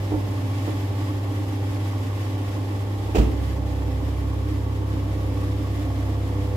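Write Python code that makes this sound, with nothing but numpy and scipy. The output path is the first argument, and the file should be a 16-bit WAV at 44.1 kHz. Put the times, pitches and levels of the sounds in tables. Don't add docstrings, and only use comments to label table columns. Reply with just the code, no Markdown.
import sys
import numpy as np
from scipy import signal
from scipy.fft import rfft, irfft, next_fast_len
from scipy.io import wavfile
from scipy.ndimage import map_coordinates

SR = 44100
rng = np.random.default_rng(int(sys.argv[2]) if len(sys.argv) > 2 else 0)


def master_out(mix):
    frames = np.transpose(np.atleast_2d(mix))
    ceiling = np.clip(frames, -1, 1)
    pcm = np.round(ceiling * 32767).astype(np.int16)
    wavfile.write(sys.argv[1], SR, pcm)


N = 289296
TIME_S = np.arange(N) / SR


def amp(db):
    return 10 ** (np.asarray(db) / 20)


def unit(x):
    return x / np.sqrt(np.mean(x ** 2) + 1e-20)


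def along(points, hz):
    point_hz, values = np.transpose(points)
    return np.interp(np.log(hz + 1), np.log(point_hz + 1), values)


def wobble(rate_hz):
    knots = rng.standard_normal(int(N * rate_hz / SR) + 4)
    return map_coordinates(knots, [TIME_S * rate_hz])


def filtered(x, response):
    n = x.shape[-1]
    padded = next_fast_len(n + 8192)
    spectrum = rfft(x, padded) * response(np.fft.rfftfreq(padded, 1 / SR))
    return irfft(spectrum, padded)[..., :n]


def coloured(x, spectrum):
    return unit(filtered(x, lambda hz: amp(along(spectrum, hz))))


def spread(pair, correlation):
    def shares(hz):
        angle_rad = np.arccos(np.clip(along(correlation, hz), -1, 1)) / 2
        return np.array([np.cos(angle_rad), np.sin(angle_rad)])
    mid, side = filtered(pair, shares)
    return np.array([mid + side, mid - side])


def pan(left_minus_right_db):
    return amp(np.array([[.5], [-.5]]) * left_minus_right_db)


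def from_right(pair, lag_s):
    return filtered(pair, lambda hz: np.exp(1j * np.pi * hz * lag_s * np.array([[-1], [1]])))


def add(track, start_s, sound):
    part = track[:, round(start_s * SR):][:, :sound.shape[-1]]
    part += sound[..., :part.shape[-1]]


def ring(modes, t_s, attack_s):
    scatter_db = rng.normal(0, 1.2, len(modes))
    waves = 0
    for (hz, level_db, t60_s), offset_db in zip(modes, scatter_db):
        waves = waves + amp(level_db + offset_db - 60 * t_s / t60_s) * np.sin(2 * np.pi * hz * t_s)
    return waves * (1 - np.exp(-t_s / attack_s))


def line(phase_rad, left_db, right_db, waver_db):
    phase_rad = phase_rad + rng.uniform(0, 2 * np.pi) + 0.18 * wobble(5.9)
    phase_rad = phase_rad + 0.14 * rng.standard_normal((2, 1))
    gain = np.sqrt(2) * amp([[left_db], [right_db]]) * amp(waver_db * wobble(3.025))
    return gain * np.sin(phase_rad)


def ramp(start_s, length_s):
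    return (1 - np.cos(np.pi * np.clip((TIME_S - start_s) / length_s, 0, 1))) / 2


START_S, SPIN_UP_S, STRAIN_HOLD_S, STRAIN_RELEASE_S = 2.75, 0.63, 0.6, 0.94


def running():
    return ramp(START_S, SPIN_UP_S)


def strain():
    return running() * (1 - ramp(START_S + SPIN_UP_S + STRAIN_HOLD_S, STRAIN_RELEASE_S))


def under_load(alone_db, running_change_db, strain_change_db):
    return alone_db + running_change_db * running() + strain_change_db * strain()


# shaft_order (rounded when played; entries above 22 ease off), left_db, right_db
PUMP_ORDERS = [(5, -67, -62), (6, -57, -51.5), (8, -45.5, -40), (9, -49, -47.5), (10, -60, -47.5),
               (12, -55, -43), (14, -55.5, -54.5), (15, -52, -58), (16, -56, -46), (18, -55, -49),
               (20, -58.5, -55.5), (21, -63, -61.5), (22.2, -67, -68), (24, -55, -51), (26, -61, -49.5),
               (28, -72, -58), (32, -63.5, -56)]
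# alone_db, running_change_db, strain_change_db
HUM_LOAD = (-26, -0.5, -2.5)
SHAFT_HZ, HUM_HZ, FAN_HZ = 33.125, 99.8, 115
WHINE_DB, WHINE_EASED_DB, EASE_AT_S, EASE_S = 0.6, -15, 3.92, 0.5


def pump(shaft_rad):
    hum_db = under_load(*HUM_LOAD) + 0.47 * wobble(3.95) + 0.13 * wobble(11)
    hum = np.sqrt(2) * amp(hum_db) * np.sin(2 * np.pi * HUM_HZ * TIME_S)
    fan = line(2 * np.pi * FAN_HZ * TIME_S, left_db=-41.5, right_db=-40.5, waver_db=3.4)
    whine = amp(WHINE_DB + (WHINE_EASED_DB - WHINE_DB) * ramp(EASE_AT_S, EASE_S))
    orders = 0
    for order, left_db, right_db in PUMP_ORDERS:
        tone = line(round(order) * shaft_rad, left_db, right_db, waver_db=1.63)
        orders = orders + tone * (whine if order > 22 else 1)
    return hum * pan(-0.022) + fan + orders


# centre_hz, width_hz, level_db
PANEL_MODES = [(278, 33, -1), (303.8, 21.8, 2.5), (387, 49, -14.5), (513, 80, -16), (720, 176, -21),
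               (865, 98, -17), (1118, 62, -17)]
# alone_db, running_change_db, strain_change_db
RATTLE_LOAD = (-35.5, 0.73, -1.5)


def panel_response(hz):
    total = 0
    for k, (centre_hz, width_hz, level_db) in enumerate(PANEL_MODES):
        band = 1j * hz * width_hz
        total = total + (-1) ** k * amp(level_db) * band / (centre_hz ** 2 - hz ** 2 + band)
    return total


def rattle(shaft_rad):
    strokes = np.exp(0.4 * np.cos(2 * shaft_rad)) * amp(1.5 * wobble(45))
    noise = strokes * rng.standard_normal((2, N))
    shake = from_right(spread(noise, [(300, 0.95), (1100, 0.64)]), lag_s=0.00019)
    damping = [(100, 2), (250, -0.5), (1150, 0.5), (1450, -4), (4000, -30)]  # hz, level_db
    panels = coloured(filtered(shake, panel_response), damping)
    return panels * amp(under_load(*RATTLE_LOAD)) * pan(-3)


def reflected(x, echo_db, count):
    delays_s = rng.uniform(.001, .02, (2, count))
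    signs = rng.choice([-1, 1], (2, count))
    copies = []
    for side, side_delays_s, side_signs in zip(x, delays_s, signs):
        copies.append(sum(sign * np.roll(side, round(delay_s * SR))
                          for delay_s, sign in zip(side_delays_s, side_signs)))
    return x + amp(echo_db) * unit(np.array(copies)) * np.std(x)


# hz, relative_db_per_hz
HISS_SPECTRUM = [(500, -32), (1000, -1.5), (1450, -3), (1850, 3.5), (2500, -1.5), (3300, -1), (4200, -6.5),
                 (5200, -6), (6100, -10.5), (7500, -10), (8900, -16), (11500, -12.5), (13500, -14.5),
                 (15700, -20.5)]
# hz, left_right_correlation
HISS_CORRELATION = [(600, .6), (1050, 0.032), (1250, -0.3), (1900, -0.26), (2700, 0.011)]
# hz, left_minus_right_db
HISS_BALANCE = [(700, 0), (1250, 12), (1900, 0), (2400, -1), (3300, -3), (4400, 2.5), (6000, -3.5),
                (8500, 2.5), (10500, 5), (12500, 2.5), (15500, 2)]
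# time_s, level_db
JET_LEVEL = [(0, -44), (0.8, -44), (1.5, -44.7), (2.15, -44), (3, -45), (3.9, -46.5), (4.65, -47.5),
             (5.2, -46.5), (5.8, -45), (6.56, -46)]


def fuel():
    bursts_per_s = 500
    foam = (rng.random((2, N)) < bursts_per_s / SR) * rng.standard_normal((2, N))
    jet = reflected(rng.standard_normal((2, N)), echo_db=-10.0, count=8) + amp(-13) * unit(foam)
    hiss = coloured(spread(jet, HISS_CORRELATION), HISS_SPECTRUM)
    hiss = filtered(hiss, lambda hz: pan(along(HISS_BALANCE, hz)))
    surge_db = 0.78 * wobble(16) + 0.65 * wobble(70)
    return hiss * amp(np.interp(TIME_S, *np.transpose(JET_LEVEL)) + surge_db)


# hz, relative_db_per_hz
FORECOURT_SPECTRUM = [(20, -20), (38, -11), (55, -2.5), (80, 3), (125, -6), (180, -6), (260, -7),
                      (380, -12), (560, -15), (900, -17.5), (1400, -25.5), (3000, -42), (8000, -80)]
# hz, left_right_correlation
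DIFFUSE_CORRELATION = [(100, 0.94), (250, .92), (500, 0.4), (850, 0.72), (1300, 0)]


def forecourt():
    noise = spread(rng.standard_normal((2, N)), DIFFUSE_CORRELATION)
    return amp(-37.5) * coloured(noise, FORECOURT_SPECTRUM) * pan(-0.32)


# start_s, knock_db, body_thump_db
KNOCK_EVENTS = [(.119, -22.5, -33), (.139, -20, -36), (.158, -29.5, -40), (.667, -31, -60),
                (.677, -21, -42), (.688, -26, -60), (2.355, -40, -60), (3.086, -28, -52), (3.822, -31, -57),
                (4.936, -31, -60), (5.241, -29, -60), (5.47, -30, -60)]
# hz, level_db, t60_s
NECK_MODES = [(242, -9.5, 0.05), (316.5, 6.5, 0.058), (421, 2, 0.043), (557, -5.5, 0.066),
              (748, -2.5, 0.04), (876, -2, 0.035), (1340, -8.5, 0.024)]
# hz, level_db, t60_s
THUD_MODES = [(56.8, 3, .28), (50, -15, 0.2), (141, -9, 0.226), (220.5, -8.5, 0.196), (250, -21, 0.28),
              (318, -18, .16)]


def knocks():
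    out = np.zeros((2, N))
    t_s = np.arange(SR // 3) / SR
    for start_s, knock_db, thump_db in KNOCK_EVENTS:
        knock = amp(knock_db) * ring(NECK_MODES, t_s, attack_s=0.0019)
        thump = amp(thump_db) * ring(THUD_MODES, t_s, attack_s=0.008)
        add(out, start_s, knock + thump)
    return from_right(out, lag_s=0.00028) * pan(-4)


# hz, t60_s
CANOPY_DECAY = [(100, 1), (700, 0.6), (3000, 0.38), (12000, 0.32)]


def canopy(x):
    hz, t_s, bins = signal.stft(rng.standard_normal((2, SR // 2)), SR, nperseg=256)
    decay = amp(-60 * t_s / along(CANOPY_DECAY, hz)[:, None]) * (1 - np.exp(-t_s / 0.012))
    tail = signal.istft(bins * decay, SR, nperseg=256)[1]
    held = filtered(x, lambda hz: amp(along([(70, -16), (250, 0.5)], hz)))
    return signal.fftconvolve(held, tail / np.linalg.norm(tail[0]), axes=1)[:, :N]


# shaft_order, left_db, right_db, drift_db_per_s (from the thud on)
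SECOND_ORDERS = [(4, -42, -39, -1), (5, -46.5, -45, -1), (13, -58, -56, -2), (15, -55, -50.5, 2),
                 (16, -59, -52, 1.5), (18, -66, -60, 0.5), (21, -68, -57, 1)]
SECOND_HZ, DRONE_DB, DRONE_STRAIN_DB = 33.09, -29.5, 3.5
THUD_AT_S, THUD_DB = 3.175, -5.5


def second_motor():
    shaft_rad = 2 * np.pi * SECOND_HZ * TIME_S + 0.069 * wobble(2.015)
    drone_db = DRONE_DB + DRONE_STRAIN_DB * strain() + 0.36 * wobble(2.8)
    tone = np.sin(2 * shaft_rad + np.array([[.1], [-.1]]))
    drone = np.sqrt(2) * running() * amp(drone_db) * tone * pan(-2.1)
    age_s = np.maximum(TIME_S - THUD_AT_S, 0)
    overtones = 0
    for order, left_db, right_db, drift_db_per_s in SECOND_ORDERS:
        overtone = line(round(order) * shaft_rad, left_db, right_db, waver_db=2.3)
        overtones = overtones + amp(drift_db_per_s * age_s) * overtone
    return drone + np.minimum(age_s / 0.36, 1) * overtones


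# start_s, clatter_db, ring_db
LATCH_EVENTS = [(3.148, -24.5, -13.5), (3.153, -17.5, -27), (3.166, -26, -28), (3.183, -19.5, -22),
                (3.21, -30, -32), (3.227, -33, -31)]
# hz, level_db, t60_s
LATCH_MODES = [(354, -7, 0.16), (434, -1.5, 0.1), (527, -11, .08), (626, -14, 0.096), (737, -10, 0.15),
               (2510, -18, 0.057)]
# hz, relative_db_per_hz
CLATTER_SPECTRUM = [(30, -19), (150, 4.5), (230, 6.5), (420, 4), (720, -4), (1050, -8.5), (1500, -17),
                    (2100, -16.5), (2700, -13.5), (3700, -22.5), (5000, -23.5), (7500, -26.5),
                    (10000, -37.5), (15500, -33)]


def clunk():
    out = np.zeros((2, N))
    t_s = np.arange(SR // 2) / SR
    for start_s, clatter_db, ring_db in LATCH_EVENTS:
        noise = spread(rng.standard_normal((2, len(t_s))), DIFFUSE_CORRELATION)
        grit = coloured(noise, CLATTER_SPECTRUM)
        fall = amp(-60 * t_s / 0.19) + amp(-3.5 - 60 * t_s / 0.024)
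        fall = fall * (1 - np.exp(-t_s / 0.0017))
        ringing = amp(ring_db) * ring(LATCH_MODES, t_s, attack_s=0.00087)
        add(out, start_s, (amp(clatter_db) * grit * fall + ringing) * pan(-4.5))
    add(out, THUD_AT_S, amp(THUD_DB) * ring(THUD_MODES, t_s, attack_s=0.014) * pan(-2.0))
    return from_right(out, lag_s=0.000315)


def scene():
    shaft_rad = 2 * np.pi * SHAFT_HZ * TIME_S + 0.014 * wobble(2.085)
    machines = pump(shaft_rad) + rattle(shaft_rad) + second_motor()
    blows = knocks() + clunk()
    return machines + fuel() + forecourt() + blows + amp(-11.0) * canopy(blows)


def record(dry):
    top_hz = 15700
    low_cut = signal.butter(3, 38, "highpass", fs=SR, output="sos")
    return filtered(signal.sosfilt(low_cut, dry), lambda hz: hz < top_hz)


dry = scene()
out = record(dry)
master_out(out)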